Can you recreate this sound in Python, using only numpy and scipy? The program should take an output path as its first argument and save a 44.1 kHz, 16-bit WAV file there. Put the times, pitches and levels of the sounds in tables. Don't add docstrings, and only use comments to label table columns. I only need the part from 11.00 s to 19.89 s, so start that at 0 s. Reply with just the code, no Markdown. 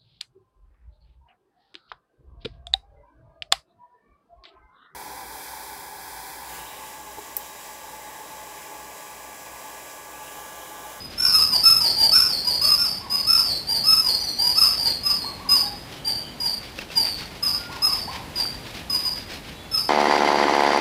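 import sys
import numpy as np
from scipy import signal
from scipy.fft import rfft, irfft
from scipy.io import wavfile
from scipy.ndimage import uniform_filter1d

SR = 44100
rng = np.random.default_rng(int(sys.argv[2]) if len(sys.argv) > 2 else 0)


def inscribe(sig):
    pcm = np.round(np.clip(np.atleast_2d(sig).T, -1, 1) * 32767)
    wavfile.write(sys.argv[1], SR, pcm.astype(np.int16))


N = 392049
TIME = np.arange(N) / SR


def amp(db):
    return 10 ** (np.asarray(db, float) / 20)


def unit(x):
    return x / np.sqrt(np.mean(x ** 2))


def noise(colour):
    hz, db = np.transpose(colour)
    bins = np.maximum(np.arange(N // 2 + 1) * SR / N, 1)
    gain = amp(np.interp(np.log(bins), np.log(hz), db))
    return irfft(rfft(rng.standard_normal(N)) * gain, N)


def walk(rate):
    k = int(SR / rate)
    held = np.repeat(rng.standard_normal(N // k + 1), k)
    smooth = uniform_filter1d(uniform_filter1d(held, k), k)
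    return unit(smooth[:N])


def add(out, s, x):
    i = max(int(s * SR), 0)
    out[i:i + len(x)] += x[:N - i]


def traffic():
    # (frequency [Hz], relative level [dB])
    spectrum = [(20, -32), (45, 3), (90, 0.5), (250, -1.5), (400, -7), (850, -8.5), (1300, -14),
                (2200, -14), (3300, -16), (4500, -17), (5600, -23.5), (8000, -25.5), (11000, -24.5),
                (14000, -58)]
    level_db = -40 + 0.84 * walk(2.28)
    return amp(level_db) * unit(noise(spectrum))


def yard(x, wet_db):
    # (delay [s], spread [s], relative level [dB])
    bunches = [(.015, 0.047, 9), (.057, 0.0077, -9), (.11, .02, -7), (.2, .03, -26)]
    tail_db, tail_t60_s, tail_onset_s = 1, 0.68, 0.022
    t = np.arange(SR) / SR
    decay = 1000 ** (-2 * t / tail_t60_s) * 2 * np.log(1000) / tail_t60_s
    power = amp(2 * tail_db) * decay * np.clip(t / tail_onset_s, 0, 1)
    for delay, spread, db in bunches:
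        bell = np.exp(-.5 * ((t - delay) / spread) ** 2) / (spread * np.sqrt(2 * np.pi))
        power += amp(2 * db) * bell
    response = np.sqrt(power) * rng.standard_normal(SR)
    wet = signal.fftconvolve(x, response)
    return amp(wet_db) * wet * np.linalg.norm(x) / np.linalg.norm(wet)


def whistles(calls, rise, bend, onset_db, end_db, octave_db, waver_hz, wet_db):
    ease = 1.3
    beam_loss_db = 7
    attack_s, release_s = 0.0048, 0.019
    out = np.zeros(N)
    waver = waver_hz * walk(60)
    rasp = 0.85 * walk(250)
    flutter_db = 2.55 * walk(120)
    for s, length, start_hz, top_hz, end_hz, db, pivot, fall, direct_db in calls:
        u = np.arange(int(length * SR)) / (length * SR)
        fall = np.clip(fall, 0, .9)
        i = int(s * SR)
        span = slice(i, i + len(u))

        hz = top_hz - (top_hz - start_hz) * np.clip(1 - u / rise, 0, 1) ** 2
        drop = np.clip((u - fall) / (1 - fall), 0, 1) ** bend
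        hz -= (top_hz - end_hz) * (np.sin(ease * drop) / np.sin(ease)) ** 2
        phase = 2 * np.pi * np.cumsum(hz + waver[span]) / SR
        octave = amp(octave_db) * np.sin(2 * phase + rasp[span])

        contour_db = np.interp(u, [0, np.clip(pivot, .05, .9), 1], [onset_db, 0, end_db])
        off_top_db = -1.2 * (top_hz - hz) / 1000
        swell = amp(db + contour_db + flutter_db[span] + off_top_db)
        attack = np.clip(u * length / attack_s, 0, 1) ** 0.67
        release = np.clip((1 - u) * length / release_s, 0, 1)
        tone = np.sqrt(2) * swell * attack * release * (np.sin(phase) + octave)

        beam_db = direct_db - beam_loss_db * drop
        add(out, s, amp(beam_db) * tone)
        add(out, s, yard(tone, wet_db))
    return out


def call_shapes(calls, start, end, pivot, fall):
    return [(s, length, start * hz, hz, end * hz, db, pivot, fall, 0) for s, length, hz, db in calls]


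def faint_and_far_calls():
    # (time [s], length [s], top pitch [Hz], level at the pivot [dB])
    flat_calls = [(.002, 0.075, 5010, -44), (1.64, 0.057, 4550, -29.5), (3.2, 0.072, 5910, -45),
                  (3.37, 0.04, 5950, -47), (4.625, 0.068, 817, -44), (4.66, .062, 3800, -52)]
    # (time [s], length [s], top pitch [Hz], level at the pivot [dB])
    arches = [(2.0, 0.088, 1100, -46.5), (4.24, 0.09, 1142, -46), (4.39, 0.1, 1138, -44.5),
              (6.69, 0.1, 1107, -46), (6.865, .09, 1127, -42.5), (7.075, 0.1, 1083, -43)]
    calls = call_shapes(arches, start=.63, end=.61, pivot=.49, fall=.52)
    calls += call_shapes(flat_calls, start=.985, end=.98, pivot=.43, fall=.5)
    return whistles(calls, rise=0.312, bend=1.3, onset_db=9.0, end_db=16.5,
                    octave_db=-16, waver_hz=7.9, wet_db=-4)


def chirp_shapes():
    # (time [s], time until the slide [s], start [Hz], top [Hz], end [Hz], level [dB],
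    # direct sound re that level [dB]: lower when hidden or turned away)
    chirps = [ (.168, 0.053, 5226, 5393, 4690, -16.5, -15.5), (0.298, 0.0018, 4520, 4560, 3750, -37, 3),
              (0.318, 0.051, 5140, 5173, 4470, -18, 1.5), (0.521, 0.0056, 4983, 4937, 4360, -16.5, 3),
              (0.632, 0.043, 5130, 5298, 4940, -13, 0), (0.806, 0.023, 4900, 4857, 4080, -18, -1),
              (.965, 0.034, 4684, 4820, 4200, -17, -1.5), (1.118, 0.052, 5107, 5365, 4810, -15.5, 3),
              (1.288, 0.0082, 4813, 4754, 4120, -19, -5), (1.445, .028, 4780, 4928, 4150, -19.5, -2),
              (1.611, 0.074, 4890, 5128, 4680, -15.5, 0), (1.776, 0.052, 5303, 5310, 4330, -22.5, 6.5),
              (2.098, 0.047, 4800, 5055, 4200, -24, 0.5), (2.265, 0.071, 5017, 5302, 4520, -17.5, -2.5),
              (2.45, .015, 4700, 4633, 4010, -21.5, -13), (2.67, .052, 4600, 4824, 4150, -24, 0),
              (2.838, 0.08, 4985, 5200, 4730, -17, 1.5), (3.019, .036, 4930, 4956, 4020, -22, -1),
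              (3.21, 0.028, 4700, 4750, 3950, -26, 0), (3.386, 0.093, 4587, 4872, 4280, -21, -0.5),
              (3.555, 0.046, 5054, 5217, 4356, -17.5, 1), (3.775, 0.047, 4420, 4840, 4030, -21.5, -1.5),
              (4.033, 0.042, 5013, 5080, 4250, -21.5, 2), (4.197, 0.011, 4470, 4355, 4040, -29.5, -8),
              (4.488, 0.054, 4936, 5050, 4420, -19.5, 7), (5.046, .026, 4675, 4810, 4330, -26.5, 2.5),
              (5.401, .05, 4936, 4827, 4300, -21.5, 2.5), (5.953, 0.034, 4910, 4824, 4370, -21.5, 0.5),
              (6.098, .009, 4700, 4600, 4320, -30.5, -2), (6.425, .027, 5090, 5090, 4510, -20.5, 1),
              (6.819, 0.047, 5000, 5148, 4560, -21, 4.5), (6.987, 0.0072, 4580, 4720, 4380, -33.5, -7),
              (7.356, 0.028, 5000, 4873, 4420, -25, 3.5), (7.897, 0.034, 5050, 5020, 4610, -23.5, 7.5),
              (8.036, 0.017, 5080, 4980, 4500, -23, 2.5), (8.713, .035, 5290, 5183, 4520, -21, -0.5)]
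    slide_s, slide_hz_per_s = 0.02998, 28000
    crest_share, crest_at_hz, crest_per_khz = 0.59, 5020, 0.8
    rows = []
    for s, hold, start_hz, top_hz, end_hz, db, direct_db in chirps:
        length = hold + slide_s + (top_hz - end_hz) / slide_hz_per_s
        crest = crest_share - crest_per_khz * (top_hz - crest_at_hz) / 1000
        rows.append((s, length, start_hz, top_hz, end_hz, db, crest, hold / length, direct_db))
    return rows


def hiss_times(count=8):
    # (loudest moment [s], level in the 2 kHz region [dB])
    lone = [(.14, -52), (3.751, -49.5), (3.881, -46.5), (4.93, -49.5), (5.65, -50.5), (6.96, -47),
            (7.142, -44), (7.388, -43.5), (7.52, -52), (7.67, -46.5), (7.769, -44.5), (7.999, -50),
            (8.188, -46.5), (8.322, -45), (8.471, -47.5)]
    run_s, run_gap_s, run_db, run_scatter_db = 5.79, 0.1368, -48, 2.2
    breath_before_end_s, breath_db, breath_growth = 0.029, -54, 0.36
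    run_levels = run_db + run_scatter_db * rng.standard_normal(count)
    run = zip(run_s + run_gap_s * np.arange(count), run_levels)
    s, length, _, _, _, db = np.transpose(chirp_shapes())[:6]
    breath = zip(s + length - breath_before_end_s, breath_db + breath_growth * (db - db.mean()))
    return lone + list(run) + list(breath)


def puffs():
    # (frequency [Hz], relative level [dB])
    hiss_colour = [(400, -2), (1100, -5.5), (2300, 1.5), (3600, 0), (5200, -1.5), (7200, -16.5),
                   (10000, -19.5)]
    hiss = noise(hiss_colour)
    band = signal.butter(4, [1600, 2350], "band", fs=SR, output="sos")
    hiss /= np.std(signal.sosfilt(band, hiss))

    power = np.zeros(N)
    for s, db in hiss_times():
        width_s = np.where(TIME < s, .025, .045)
        power += amp(2 * db) * np.exp(-((TIME - s) / width_s) ** 2)

    low = signal.sosfiltfilt(signal.butter(4, 1900, fs=SR, output="sos"), hiss)
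    below_top = signal.sosfiltfilt(signal.butter(4, 3300, fs=SR, output="sos"), hiss)
    parts = (low, below_top - low, hiss - below_top)
    flickering = sum(amp(1.44 * walk(25)) * part for part in parts)
    grain = amp(2.14 * walk(200))
    return grain * np.sqrt(power) * flickering


def squirrels():
    return whistles(chirp_shapes(), rise=0.448, bend=1.05, onset_db=-5.0, end_db=-6,
                    octave_db=-18.5, waver_hz=19.2, wet_db=3.0)


def chirr():
    loudest_s, half_length_s = 5.17, .2
    hz, width_hz, level_db = 3100, 290, -47
    colour = [(hz - 2 * width_hz, -60), (hz - width_hz / 2, 0), (hz + width_hz / 2, 0), (hz + 2 * width_hz, -60)]
    envelope = np.exp(-((TIME - loudest_s) / half_length_s) ** 2)
    return amp(level_db + 2.0 * walk(46)) * unit(noise(colour)) * envelope


def taps():
    # (time [s], peak level [dB])
    hits = [(5.789, -17), (5.827, -25), (5.903, -25), (7.453, -23)]
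    # (frequency [Hz], relative level [dB], decay by 60 dB [s])
    modes = [(620, 12, 0.012), (1390, 17, 0.0068), (2650, 9, 0.026), (3170, -18, .02)]
    out, t = np.zeros(N), np.arange(3000) / SR
    ring = sum(amp(db) * np.sin(2 * np.pi * hz * t) * 1000 ** (-t / t60) for hz, db, t60 in modes)
    scuffs = rng.standard_normal((len(hits), 44))
    for (s, db), scuff in zip(hits, scuffs):
        hit = np.convolve(ring, scuff)
        add(out, s, amp(db) * hit / np.abs(hit).max())
    return out


def horns():
    # (time [s], length [s], [(frequency [Hz], level [dB])])
    blasts = [(6.53, 0.24, [(1416, -49)]), (8.55, 0.252, [(705, -67), (2713, -58), (3101, -63),
              (3440, -53.5), (3871, -54), (4237, -62)])]
    out = np.zeros(N)
    for s, length, partials in blasts:
        t = np.arange(int(length * SR)) / SR
        edges = np.clip(np.minimum(t, length - t) / 0.0099, 0, 1)
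        tone = np.zeros(len(t))
        for hz, db in partials:
            flutter_db = 3.5 * walk(70)[:len(t)]
            tone += amp(db + flutter_db) * np.sin(2 * np.pi * hz * t)
        add(out, s, np.sqrt(2) * edges * tone)
    return out + yard(out, -6.0)[:N]


def scene():
    calls = faint_and_far_calls() + squirrels()
    return (traffic() + calls + puffs() + chirr() + taps() + horns())[None]


def limit(x):
    ceiling_db, smoothing_s = -8, .003
    power = uniform_filter1d(x ** 2, int(smoothing_s * SR), axis=1)
    return x * (1 + (power / amp(2 * ceiling_db)) ** 3) ** (-1 / 6)


def record(dry):
    clock_hz, kept_hz, top_hz = 48000, 22050, 15450
    fast = signal.resample_poly(limit(dry), clock_hz // 300, SR // 300, axis=1)
    ticks = np.arange(N) * kept_hz // SR
    picks = np.minimum(ticks * clock_hz // kept_hz, fast.shape[1] - 1)
    held = fast[:, picks]
    lowpass = signal.ellip(10, .2, 80, top_hz, fs=SR, output="sos")
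    return signal.sosfilt(lowpass, held)


dry = scene()
out = record(dry)
inscribe(out)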